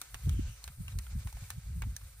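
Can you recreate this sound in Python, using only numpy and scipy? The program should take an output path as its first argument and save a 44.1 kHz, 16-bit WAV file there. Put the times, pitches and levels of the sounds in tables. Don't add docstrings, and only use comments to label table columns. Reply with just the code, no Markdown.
import sys
import numpy as np
from scipy import signal
from scipy.fft import rfft, irfft
from scipy.io import wavfile
from scipy.ndimage import uniform_filter1d, map_coordinates

SR = 44100
rng = np.random.default_rng(int(sys.argv[2]) if len(sys.argv) > 2 else 0)


def wav_out(sig):
    wavfile.write(sys.argv[1], SR, np.round(np.clip(np.atleast_2d(sig).T, -1, 1) * 32767).astype(np.int16))


N = 97020
POP_SAMPLES = int(.06 * SR)


def undb(db):
    return 10 ** (np.asarray(db) / 20)


def unit(x):
    return x / np.sqrt(np.mean(x ** 2))


def curve(table, column=1):
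    rows = np.array(table)
    return np.interp(np.arange(N) / SR, rows[:, 0], rows[:, column])


def along_hz(f, points):
    hz, value = np.array(points).T
    return np.interp(np.log(np.maximum(f, 1)), np.log(hz), value)


def colour(x, points):
    size = x.shape[-1]
    f = np.fft.rfftfreq(size, 1 / SR)
    ends = (np.minimum(f / points[0][0], 1) / np.maximum(f / points[-1][0], 1)) ** 2
    return unit(irfft(rfft(x) * ends * undb(along_hz(f, points)), size))


def wander(per_s):
    size = int(SR / per_s)
    return unit(uniform_filter1d(uniform_filter1d(rng.standard_normal(N), size), size))


def arrive(x):
    f = np.fft.rfftfreq(len(x), 1 / SR)
    right_lag_s = np.where(f < 2510, .00008, -.0002131)
    right = irfft(rfft(x) * np.exp(-2j * np.pi * f * right_lag_s), len(x))
    return np.array([x, right])


def openings(three):
    # (frequency [Hz], shared part [ratio, held to 0-1 below])
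    likeness = [(600, -0.1), (1400, 1), (2300, 0.06), (5500, 0.11), (7500, 0.61), (9300, 0), (11600, 1.55)]
    size = three.shape[-1]
    share = np.clip(along_hz(np.fft.rfftfreq(size, 1 / SR), likeness), 0, 1)
    return irfft(np.sqrt(share) * rfft(arrive(three[0])) + np.sqrt(1 - share) * rfft(three[1:]), size)


def add(out, start_s, sound):
    i = int(np.clip(start_s * SR, 0, N - 1))
    out[:, i:i + sound.shape[-1]] += sound[..., :N - i]


def air():
    # (frequency [Hz], level [dB])
    air_tone = [(25, -21), (55, 1), (130, -23.5), (300, -46), (1000, -43.5)]
    return colour(rng.standard_normal(N), air_tone) * undb(-59.5)


def turbulence(tone):
    swirl = colour(rng.standard_normal(N), tone)
    power = uniform_filter1d(abs(signal.hilbert(swirl)) ** 2, size=700)
    return unit(swirl / np.sqrt(power))


def wind():
    # (time [s], level [dB])
    gusts = [(0.0, -71), (.1, -59), (.145, -42), (.19, -52.5), (0.23, -41.5), (0.27, -24), (0.47, -34.5),
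             (0.61, -64.5), (0.675, -43), (0.745, -56), (0.8, -40), (0.92, -42.5), (0.97, -28.5),
             (1.05, -48), (1.18, -30), (1.24, -51), (1.26, -29.5), (1.32, -56.5), (1.355, -34.5),
             (1.4, -51), (1.425, -36.5), (1.47, -54.5), (1.58, -40.5), (1.61, -54.5), (1.67, -37.5),
             (1.9, -32.5), (1.99, -56), (2.035, -41.5), (2.1, -54.5), (2.2, -52)]
    # (frequency [Hz], level [dB])
    rumble_tone = [(20, -56), (35, -8), (50, 6.5), (66, 4), (90, 1), (125, -5.5), (170, -24), (240, -35.5),
                   (330, -45), (600, -52.5)]
    # (frequency [Hz], level [dB])
    swirl_tone = [(60, -23), (120, -9.5), (180, 25.5), (260, 1.5), (350, -9.5), (480, -6), (800, -60)]
    gust_db, strong_gust_db = curve(gusts), -28.5
    rumble = turbulence(rumble_tone) * undb(gust_db - 2)
    swirl_db = -51 + 1.26 * (gust_db - strong_gust_db)
    swirls = np.array([turbulence(swirl_tone), turbulence(swirl_tone)]) * undb(swirl_db)
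    return rumble + swirls


def buffets():
    # (time [s], pitch [Hz], peak level [dB], half-length [s])
    puffs = [(.274, 247, -32, 0.002), (.345, 294, -45, 0.0042), (.395, 252, -25.5, 0.003),
             (.808, 165, -35.5, 0.0097), (1.158, 194, -37, 0.0055), (1.583, 132.5, -35, 0.0073),
             (1.775, 164, -41, 0.021), (1.872, 200, -39, 0.0035)]
    crossing_s = .00094
    t = np.arange(N) / SR + np.array([[-.5], [.5]]) * crossing_s
    return sum(undb(db) * np.exp(-((t - at) / half_s) ** 2) * np.cos(2 * np.pi * hz * (t - at))
               for at, hz, db, half_s in puffs)


def crater(x):
    f = np.fft.rfftfreq(N, 1 / SR)
    lags_s = .008 * rng.uniform(.1, 1, size=(8, 1))
    echoes = undb(-18) * np.exp(-2j * np.pi * f * lags_s).sum(axis=0)
    return irfft(rfft(x) * (1 + echoes), N)


def crackle(tone, bubbles_per_s=9000, spread_db=2.5, flutter_db=2):
    shape = (3, N)
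    bursts = rng.random(shape) < bubbles_per_s / SR
    sizes = undb(spread_db * np.minimum(rng.exponential(size=shape), 6))
    signs = np.sign(rng.standard_normal(shape))
    clicks = crater(openings(bursts * sizes * signs))
    return colour(clicks, tone) * undb(flutter_db * wander(per_s=26))


def gas_jets(fade_s=.12, sag_per_s=.4, width_hz=1400, edge_db=-24):
    # (start [s], end [s], pitch halfway [Hz], level [dB])
    jets = [(0.221, 0.598, 3010, -63.5), (.25, 0.699, 6270, -66)]
    t, out = np.arange(N) / SR, 0
    for start, end, hz, db in jets:
        flow = np.clip(np.minimum(t - start, end - t) / fade_s, 0, 1)
        speed = np.exp(-sag_per_s * (np.clip(t, start, end) - (start + end) / 2))
        hiss = crackle([(hz - width_hz, edge_db), (hz, 0), (hz + width_hz, edge_db)])
        sinking = np.array([map_coordinates(side, [np.cumsum(speed)], mode="mirror") for side in hiss])
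        out = out + sinking * np.sqrt(flow) * undb(db)
    return out


def fizz():
    # (frequency [Hz], level [dB])
    simmer_tone = [(330, -8), (480, -1), (640, -4), (870, -4), (1350, -0.5), (2000, -0.5), (2500, 0.5),
                   (2950, -5.5), (4200, -1), (5100, -3.5), (6200, -2), (7400, 1.5), (10000, -16.5)]
    # (frequency [Hz], level [dB])
    hiss_tone = [(3000, -51), (6300, -16), (7400, -12.5), (8500, 4.5), (9500, 0), (10700, 0.5),
                 (11500, -30), (12400, 4), (14200, -5), (15200, -2.5), (15700, -30)]
    # (time [s], simmer level [dB], hiss level [dB])
    levels = [(0, -60, -60), (.36, -60, -62.5), (.62, -59.5, -61), (.75, -64.5, -63.5), (.86, -62, -61),
              (.9, -60, -59), (.96, -63, -60.5), (1.24, -61, -62), (1.3, -57.5, -60), (1.58, -60.5, -63.5),
              (1.92, -63, -63.5), (2.2, -66.5, -62.5)]
    simmer = crackle(simmer_tone) * undb(curve(levels, column=1))
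    hiss = crackle(hiss_tone) * undb(curve(levels, column=2))
    return simmer + hiss


def ticks(per_s=31, low_hz=937, high_hz=7900, decay_cycles=4.6):
    out, t = np.zeros((2, N)), np.arange(POP_SAMPLES) / SR
    for when, pitch, size, side in rng.random((400, 4))[:int(per_s * N / SR)]:
        hz = low_hz * (high_hz / low_hz) ** pitch
        ring = np.sin(2 * np.pi * hz * t) * np.exp(-t * hz / decay_cycles)
        level_db = -63 - 1.5 * np.log(1 - size)
        left_right = np.sqrt([[1.5 - side], [.5 + side]])
        add(out, when * N / SR, left_right * ring * undb(level_db))
    return out


def snap_tone(weaker_db, dull_above_hz=4500):
    # (frequency [Hz], level [dB])
    tear_tone = [(800, -47), (2000, -13.5), (4000, -2.5), (5000, -4.5), (6400, 3), (7400, -1.5), (7900, -5),
                 (8700, 6), (10200, -3), (13000, -1.5), (14500, -5.5), (16000, -3.5)]
    return [(hz, db - .08 * weaker_db * max(np.log2(hz / dull_above_hz), 0)) for hz, db in tear_tone]


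def burst(t, tone, tail_s, hold_s=.0012, decay_s=.00073):
    tear = np.exp(-np.maximum(t - hold_s, 0) / decay_s)
    echoes = undb(-2.5) * np.exp(-t / tail_s)
    noise = openings(rng.standard_normal(size=(3, len(t))))
    return np.hypot(tear, echoes) * colour(noise, tone)


def cavity(t, hz, decay_s):
    return np.exp(-t / decay_s) * arrive(np.sin(2 * np.pi * hz * t))


def pops(rise_s=.0011, overtone_ratio=2.35):
    # (time [s], body level [dB], snap level [dB], ring pitch [Hz], ring level [dB], overtone level [dB])
    bubbles = [(0.0151, -45.5, -32.5, 1363, -37, -59), (0.1432, -40, -35.5, 1600, -47, -75),
               (0.2931, -49.5, -37.5, 1320, -42, -40), (0.6404, -51.5, -38.5, 1813, -67, -41),
               (0.6771, -44.5, -42.5, 1590, -53, -60), (0.8809, -49, -46.5, 1180, -63, -34),
               (.921, -55, -57, 1630, -63, -49), (0.987, -46.5, -35, 1778, -64, -42.5),
               (1.0665, -54, -56, 1413, -44, -52), (1.2723, -47, -47, 1050, -43.5, -63),
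               (1.326, -56, -44.5, 854, -46, -60), (1.370, -54.5, -58, 760, -48.5, -54),
               (1.503, -43.5, -33, 1753, -39.5, -40.5), (1.8199, -41.5, -40, 1570, -36, -54),
               (1.8232, -51, -60, 2280, -35.5, -63), (1.836, -52, -64, 860, -43, -64),
               (1.9644, -57, -34.5, 5990, -35, -60), (1.9643, -59, -48, 1703, -40, -43),
               (2.013, -56, -61, 1110, -51, -58)]
    # (frequency [Hz], level [dB])
    body_tone = [(200, 0), (520, -5.5), (760, 2.5), (1050, 2), (1650, 3), (2400, 3), (3700, -4.5)]
    out, t = np.zeros((2, N)), np.arange(POP_SAMPLES) / SR
    rise = np.minimum(t / rise_s, 1)
    strongest_db = max(row[2] for row in bubbles)
    for start, body_db, snap_db, ring_hz, ring_db, overtone_db in bubbles:
        body = undb(body_db) * burst(t, body_tone, tail_s=.01)
        snap = undb(snap_db) * burst(t, snap_tone(strongest_db - snap_db), tail_s=.004)
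        ring = undb(ring_db) * cavity(t, ring_hz, decay_s=.0029)
        overtone = undb(overtone_db) * cavity(t, overtone_ratio * ring_hz, decay_s=.003)
        add(out, start, rise * (body + snap + ring + overtone))
    return out


def scene():
    return fizz() + gas_jets() + ticks() + pops() + wind() + buffets() + air()


def record(dry, tilt_from_hz=400, top_hz=15800):
    # (frequency [Hz], level [dB])
    right_extra = [(1300, 0.9), (3000, 1), (5500, 3.5), (7500, 0)]
    f = np.fft.rfftfreq(N, 1 / SR)
    above_bass = np.clip(f / tilt_from_hz - .5, 0, 1)
    tilt_db = along_hz(f, right_extra) * above_bass * np.array([[-.5], [.5]])
    heard = irfft(rfft(dry) * undb(tilt_db), N)
    return signal.sosfilt(signal.ellip(8, .2, 70, top_hz, fs=SR, output="sos"), heard)


dry = scene()
out = record(dry)
wav_out(out)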